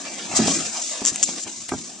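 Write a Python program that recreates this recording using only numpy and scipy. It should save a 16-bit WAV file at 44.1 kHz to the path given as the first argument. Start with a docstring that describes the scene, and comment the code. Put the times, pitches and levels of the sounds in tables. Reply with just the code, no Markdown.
"""A hand digs through foam packing peanuts in a cardboard box and draws a flat package up through them.
First the foam rustles and the package scrapes: tiny catches over smooth rubbing, as shaped noise.
Then bumps ring the hollow box as decaying modes; peanuts scuff, crack and squeak in quickening runs of slips.
The stir thins out, with a last few bumps and a scuff near the end; low shoves and a faint room lie under it.
A small camera hears it from close by, its two microphone ports ringing in the treble."""
import sys
import numpy as np
from scipy import signal
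from scipy.fft import rfft, irfft
from scipy.io import wavfile
from scipy.ndimage import uniform_filter1d, map_coordinates

SR = 44100
rng = np.random.default_rng(int(sys.argv[2]) if len(sys.argv) > 2 else 0)


def transcribe(u):
    """Save the signal u as a 16-bit wav file named by the first command-line argument.

    u: samples, shape (n,) or (channels, n), limited to [-1, 1]; the rate is SR.
    q: integer samples, one column per channel.
    """
    v = np.clip(np.atleast_2d(u).T, -1, 1)
    q = np.round(v * 32767).astype(np.int16)
    wavfile.write(sys.argv[1], SR, q)


N = 88200
T = np.arange(N) / SR
HZ = np.fft.rfftfreq(2 * N, 1 / SR)
PATCH_WINDOW = 1024  # samples
# friction of sliding surfaces: catches per second, spread of their sizes in dB, power share of smooth rubbing
SLIDING = (980, 2, 0.52)


def amp(db):
    """Decibels to gain."""
    return 10 ** (np.asarray(db) / 20)


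def unit(x):
    """Scale to rms 1."""
    return x / np.sqrt(np.mean(x ** 2) + 1e-20)


def along(points, hz=HZ):
    """Interpolate (Hz, value) points on a log frequency axis."""
    f, v = np.transpose(points)
    return np.interp(np.log(hz + 1), np.log(f + 1), v)


def curves(rows):
    """One value per sample for each column after the time."""
    s, *cols = np.transpose(rows)
    return [np.interp(T, s, c) for c in cols]


def wobble(knots_per_s):
    """Smooth random curve through normally distributed knots."""
    knots = rng.standard_normal(int(N * knots_per_s / SR) + 4)
    return map_coordinates(knots, [T * knots_per_s])


def filtered(x, response):
    """Apply a frequency response, zero-padded to twice the length."""
    return irfft(rfft(x, 2 * N) * response)[..., :N]


def colour(points):
    """Minimum-phase response of unit power with the given spectrum, by folding the cepstrum."""
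    cepstrum = irfft(np.log(unit(amp(along(points)))))
    cepstrum[1:N] *= 2
    cepstrum[N + 1:] = 0
    return np.exp(rfft(cepstrum))


def spread(pair):
    """Two unrelated signals become a left and right that are partly alike, by frequency."""
    # Each row: frequency in Hz, left-right correlation.
    likeness = [(100, 0.75), (400, 0.86), (1000, 0.69), (3000, 0.55), (6000, 0.58), (8000, 0.17),
                (10000, 0.23)]
    turn = np.arccos(np.clip(along(likeness), -1, 1)) / 2
    mid, side = filtered(pair, np.array([np.cos(turn), np.sin(turn)]))
    return np.array([mid + side, mid - side])


def add(track, start_s, sound):
    """Mix a sound into the track in place."""
    part = track[..., max(round(start_s * SR), 0):][..., :sound.shape[-1]]
    part += sound[..., :part.shape[-1]]


def friction(spectrum, catches_per_s, spread_db, smooth_share):
    """Tiny catches of uneven size over smooth rubbing, coloured; stereo, rms 1."""
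    size_db = spread_db * np.clip(rng.standard_normal((2, N)), -2, 2)
    sizes = amp(size_db) * rng.choice([-1, 1], (2, N))
    catches = unit(sizes * (rng.random((2, N)) < catches_per_s / SR))
    rubbing = rng.standard_normal((2, N))
    share = np.clip(smooth_share, 0, 1)
    force = np.sqrt(1 - share) * catches + np.sqrt(share) * rubbing
    return unit(spread(filtered(force, colour(spectrum))))


def patchy(x, depth_db):
    """Random gains, drifting over time and frequency, make the noise uneven in colour; rms 1."""
    z = signal.stft(x, nperseg=PATCH_WINDOW)[2]
    field = rng.standard_normal(z.shape[1:])
    field = uniform_filter1d(field, size=4, axis=0)
    field = uniform_filter1d(field, size=7, axis=1)
    gain = amp(depth_db * np.minimum(unit(field), 1))
    return unit(signal.istft(z * gain, nperseg=PATCH_WINDOW)[1][:, :N])


def stirring():
    """Foam rubs on foam, the package scrapes along, and the box rumbles under both."""
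    # Each row: time in seconds, foam rustle in dB before its trim, scrape on cardboard in dB.
    stir_levels = [(0,-33.5,-42), (.04,-38,-44), (.065,-36.5,-32.5), (.1,-36,-42), (.135,-34,-41),
                   (.17,-37,-42.5), (.2,-33,-33.5), (.225,-36.5,-39.5), (.25,-33,-36.5), (.29,-36,-42.5),
                   (.348,-29,-33), (.37,-15.5,-29), (.405,-27,-29), (.435,-28.5,-29.5), (.48,-20.5,-30.5),
                   (.56,-24,-36), (.6,-27.5,-37.5), (.66,-27,-35), (.71,-33,-42.5), (.76,-26.5,-34.5),
                   (.8,-28.5,-40), (.85,-26.5,-45), (.9,-28.5,-42.5), (.96,-30,-38.5), (1.035,-35,-41),
                   (1.08,-18.5,-34), (1.115,-33.5,-43.5), (1.2,-31,-40), (1.228,-28.5,-39.5),
                   (1.25,-28,-61), (1.28,-28,-39), (1.31,-30.5,-45), (1.355,-33,-44.5), (1.385,-30,-37),
                   (1.42,-31.5,-53), (1.44,-32.5,-58), (1.458,-39,-41), (1.48,-35,-39.5), (1.53,-34,-50),
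                   (1.62,-35.5,-50), (1.675,-38,-51), (1.77,-35,-45), (1.815,-34,-48.5), (1.88,-38,-50.5),
                   (2.0,-41.5,-54)]
    # Each row: time in seconds, hollow rumble of the box in dB before its trim.
    rumble_levels = [(0,-43), (.15,-44), (.29,-39), (.34,-39.5), (.44,-30.5), (.5,-28.5), (.57,-30),
                     (.68,-45), (.77,-47), (.87,-49.5), (.98,-51), (1.06,-45), (1.18,-46.5), (1.38,-42),
                     (1.415,-54), (1.47,-42.5), (1.55,-50.5), (1.67,-53), (1.79,-43), (2.0,-49.5)]
    # Spectra of foam, scrape and box hollow. Each row: frequency in Hz, relative density in dB.
    foam_spectrum, scrape_spectrum, hollow_spectrum = [(40, -70), (300, -27), (1400, -26.5), (2600, -5),
                                                       (4000, -0.5), (5500, 0.5), (7300, 0.5), (8200, -1.5),
                                                       (9000, -2), (10500, -12.5)], [(30, -61), (110, -33), (300, -11),
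                                                                     (650, 5.5), (950, 0.5), (1400, -4),
                                                                     (2200, -0.5), (3200, -2.5), (5000, -8),
                                                                     (9000, -36)], [(25, -56), (60, -29.5),
                                                                                     (110, -23),
                                                                                     (165, -8.5),
                                                                                     (245, 0.5), (340, 0),
                                                                                     (460, -14),
                                                                                     (700, -18.5),
                                                                                     (1500, -50)]
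    # Unevenness of the foam's colour. Each row: frequency in Hz, patch depth in dB.
    foam_patches = [(400, 19), (1300, 3), (3000, 3), (7000, 2)]
    rustle_trim_db, scrape_trim_db, rumble_trim_db = -9, 0, -1
    clump_db, judder_db, scrape_patch_db = 1.5, 1.5, 6.5

    foam_db, scrape_db = curves(stir_levels)
    rumble_db, = curves(rumble_levels)
    clumps = wobble(130)
    bands_hz = np.fft.rfftfreq(PATCH_WINDOW, 1 / SR)[:, None]
    crackle = friction(foam_spectrum, catches_per_s=2500, spread_db=18, smooth_share=0.95)
    foam = patchy(crackle, along(foam_patches, bands_hz))
    foam *= amp(foam_db + rustle_trim_db + clump_db * clumps)
    scrape = patchy(friction(scrape_spectrum, *SLIDING), scrape_patch_db)
    scrape *= amp(scrape_db + scrape_trim_db + judder_db * clumps)
    rumble = amp(rumble_db + rumble_trim_db) * friction(hollow_spectrum, *SLIDING)
    return foam + scrape + rumble


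def squeaks():
    """A pinched peanut sticks and slips ever faster; each slip cracks and rings it, the crack fading sooner."""
    # Each row: start in seconds, level in dB before trim, first gap between slips in seconds,
    # limiting gap in seconds, ratio of each gap's excess over that limit to the one before,
    # loss per slip in dB, number of slips.
    squeak_runs = [(.818, -18, 0.0031, 0.001, 0.48, 0, 7), (1.0517, -2.5, 0.0088, .0032, 0.69, 1, 12),
                   (1.2291, -0.5, 0.0041, .00067, .6, 1.5, 7), (1.426, -20.5, .004, 0.0012, 0.57, 0, 7)]
    # Slip spectrum. Each row: frequency in Hz, relative density in dB.
    slip_spectrum = [(60, -38), (250, -3), (700, -10), (1500, -4.5), (2200, -11), (4300, -6.5), (6000, -4),
                     (7500, 3.5), (9000, -8), (11000, 1)]
    # Resonances of a squeaking peanut. Each row: frequency in Hz, width in Hz, gain in dB.
    peanut_modes = [(3140, 380, 10.5), (5800, 840, 8), (6990, 300, 3.5)]
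    trim_db, extra_crack_loss_db = 1, 0.8  # loss per slip

    crack_pulses, kicks = np.zeros(N), np.zeros(N)
    for slip_s, db, first_gap_s, final_gap_s, shrink, loss_db, count in squeak_runs:
        for k in range(round(count)):
            size = amp([db + trim_db - loss_db * k + 0.5 * rng.standard_normal()])
            add(kicks, slip_s, size)
            add(crack_pulses, slip_s, size * amp(-extra_crack_loss_db * k))
            slip_s += final_gap_s + (first_gap_s - final_gap_s) * shrink ** k
    ring = 0
    for hz, width_hz, db in peanut_modes:
        damping = 1j * HZ * width_hz
        ring = ring + amp(db) * damping / (hz ** 2 - HZ ** 2 + damping)
    return filtered(crack_pulses + filtered(kicks, ring), colour(slip_spectrum))


def cracks():
    """One needle-sharp tick, a coloured impulse, each time a peanut springs free."""
    # Each row: time in seconds, level in dB.
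    crack_times = [(.481, -13), (1.1326, -14), (1.1596, -1), (1.1604, -14), (1.2297, 1), (1.385, -14.5),
                   (1.619, -17.5)]
    # Tick spectrum. Each row: frequency in Hz, relative density in dB.
    crack_spectrum = [(100, -23), (900, -5), (1500, -6), (3000, 8.5), (4500, -12.5), (7000, 4.5),
                      (10000, 4)]
    ticks = np.zeros(N)
    for start_s, db in crack_times:
        add(ticks, start_s, amp([db]))
    return filtered(ticks, colour(crack_spectrum))


def scuffs():
    """Peanuts scuff along the package: short dry scrapes of friction noise, uneven in colour."""
    # Each row: start in seconds, level in dB, t60 in seconds.
    scuff_times = [(0.746, -28, .032), (1.275, -33, 0.034), (1.383, -42, .025), (1.475, -29.5, 0.037),
                   (1.689, -23, 0.053), (1.813, -30, 0.016)]
    # Scuff spectrum. Each row: frequency in Hz, relative density in dB.
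    scuff_spectrum = [(150, -36), (600, 8), (1300, 0), (2300, 10), (4500, -3), (7000, -3.5), (10000, 0.5)]
    attack_s, patch_db = 0.0014, 5
    swell = np.zeros(N)
    for start_s, db, t60_s in scuff_times:
        add(swell, start_s, amp(db - 60 * T / t60_s) * (1 - np.exp(-T / attack_s)))
    return swell * patchy(friction(scuff_spectrum, *SLIDING), patch_db)


def bumps():
    """Each bump rings the cardboard's modes over a dull thud: one push and a short noise rattle."""
    # Each row: start in seconds, ring level in dB, ring tilt in dB per octave above the strongest mode,
    # rattle level in dB before colouring.
    bump_times = [(.336, -32, -0.5, -38), (.391, -14, -6.5, -20), (.399, -17, -6, -27),
                  (.415, -19.5, -8, -32), (.459, -25.5, -1.5, -33.5), (.479, -20, 0.5, -27),
                  (.492, -37, -20, -42), (1.018, -28, -0.5, -33), (1.043, -35.5, -1.5, -41),
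                  (1.118, -32.5, -15, -35), (1.288, -31.5, 1.5, -34), (1.465, -43.5, 6, -48),
                  (1.718, -32, 7, -30.5), (1.7215, -25.5, -11, -24), (1.736, -27.5, 3, -41)]
    # Cardboard modes. Each row: nominal frequency in Hz, nominal level in dB, t60 in seconds.
    box_modes = [(80.4, -25, 0.088), (164.8, -18, 0.46), (215, -10.5, 0.15), (255, 0, 0.11),
                 (371.7, -2, 0.057), (441, -3.5, 0.063), (608, -2, 0.031), (703, -7.5, 0.055),
                 (814, -6.5, 0.054), (981, -8.5, 0.042), (1187, -7.5, 0.027), (1360, -20, 0.062),
                 (1592, -16.5, 0.065), (2180, -26, 0.037)]
    # Thud spectrum. Each row: frequency in Hz, relative density in dB.
    thud_spectrum = [(30, -40), (80, -11), (170, 7), (380, 9), (700, -4.5), (1500, -14.5), (2300, -14),
                     (4000, -38), (8000, -60)]
    attack_s, thud_t60_s = 0.00096, 0.048
    push_db = 23.5  # impulse over rattle

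    rings, thuds, t = np.zeros(N), np.zeros(N), T[:SR // 3]
    hz, mode_db, t60_s = np.transpose(box_modes)[:, :, None]
    octaves = np.maximum(np.log2(hz / hz[np.argmax(mode_db)]), 0)
    rise = 1 - np.exp(-t / attack_s)
    for start_s, ring_db, tilt_db, thud_db in bump_times:
        size, detune, phase = rng.standard_normal((3, len(hz), 1))
        level_db = mode_db + tilt_db * octaves + 1.8 * size
        tones = np.sin(2 * np.pi * (hz * (1 + 0.016 * detune) * t + phase))
        modes = amp(level_db - 60 * t / t60_s) * tones
        add(rings, start_s, amp(ring_db) * rise * modes.sum(0))
        add(thuds, start_s, amp([thud_db + push_db]))
        rattle = rise * rng.standard_normal(len(t))
        add(thuds, start_s, amp(thud_db - 60 * t / thud_t60_s) * rattle)
    return rings + filtered(thuds, colour(thud_spectrum))


def shoves():
    """Low, soft swells of noise as the hand pushes against the box."""
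    # Each row: centre in seconds, level in dB, full width at 1/e in seconds.
    shove_times = [(0.123, -61, 0.021), (0.33, -43, 0.056), (0.42, -37, 0.13), (0.622, -52.5, 0.18),
                   (1.122, -54, 0.016), (1.221, -56, 0.022), (1.307, -58, 0.032), (1.464, -54.5, 0.034),
                   (1.608, -51, 0.057), (1.749, -40.5, 0.087)]
    # Shove spectrum. Each row: frequency in Hz, relative density in dB.
    shove_spectrum = [(25, -26), (45, -42), (65, -1), (100, 6.5), (160, -3), (260, 1), (600, -49)]
    push = np.zeros(N)
    for centre_s, db, width_s in shove_times:
        push += amp(db) * np.exp(-(2 * (T - centre_s) / width_s) ** 2)
    noise = rng.standard_normal((2, N))
    return push * unit(spread(filtered(noise, colour(shove_spectrum))))


def room(x):
    """The short answer of a furnished room: convolution with decaying noise."""
    t60_s = 0.073
    tail = spread(rng.standard_normal((2, N))) * amp(-60 * T / t60_s)
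    return signal.fftconvolve(x, tail / np.linalg.norm(tail[0]), axes=1)[:, :N]


def scene():
    """Everything in the box, with a little room."""
    room_db = -10.5
    near = stirring() + squeaks() + cracks() + scuffs() + bumps() + shoves()
    return near + amp(room_db) * room(near)


def record(dry):
    """Each port resonates at its own pitch; peaks clip, then a steep low-pass limits the band."""
    # Left, then right microphone port. Each row: resonance in Hz, width in Hz.
    ports = [(7337, 1266), (6290, 1010)]
    # Tone of the right channel: fuller in the bass, duller at the top. Each row: frequency in Hz, gain in dB.
    right_tone = [(60, 5.5), (150, 2.3), (350, 1), (1000, 1), (2500, 0.17), (5500, -1.9), (7500, -5.5),
                  (9500, -9.5)]
    clip_level, top_hz = 0.97, 10500
    left, right = [hz ** 2 / (hz ** 2 - HZ ** 2 + 1j * HZ * width_hz) for hz, width_hz in ports]
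    right = right * amp(along(right_tone))
    heard = np.clip(filtered(dry, np.array([left, right])), -clip_level, clip_level)
    return filtered(heard, 1 / np.sqrt(1 + (HZ / top_hz) ** 70))


dry = scene()
out = record(dry)
transcribe(out)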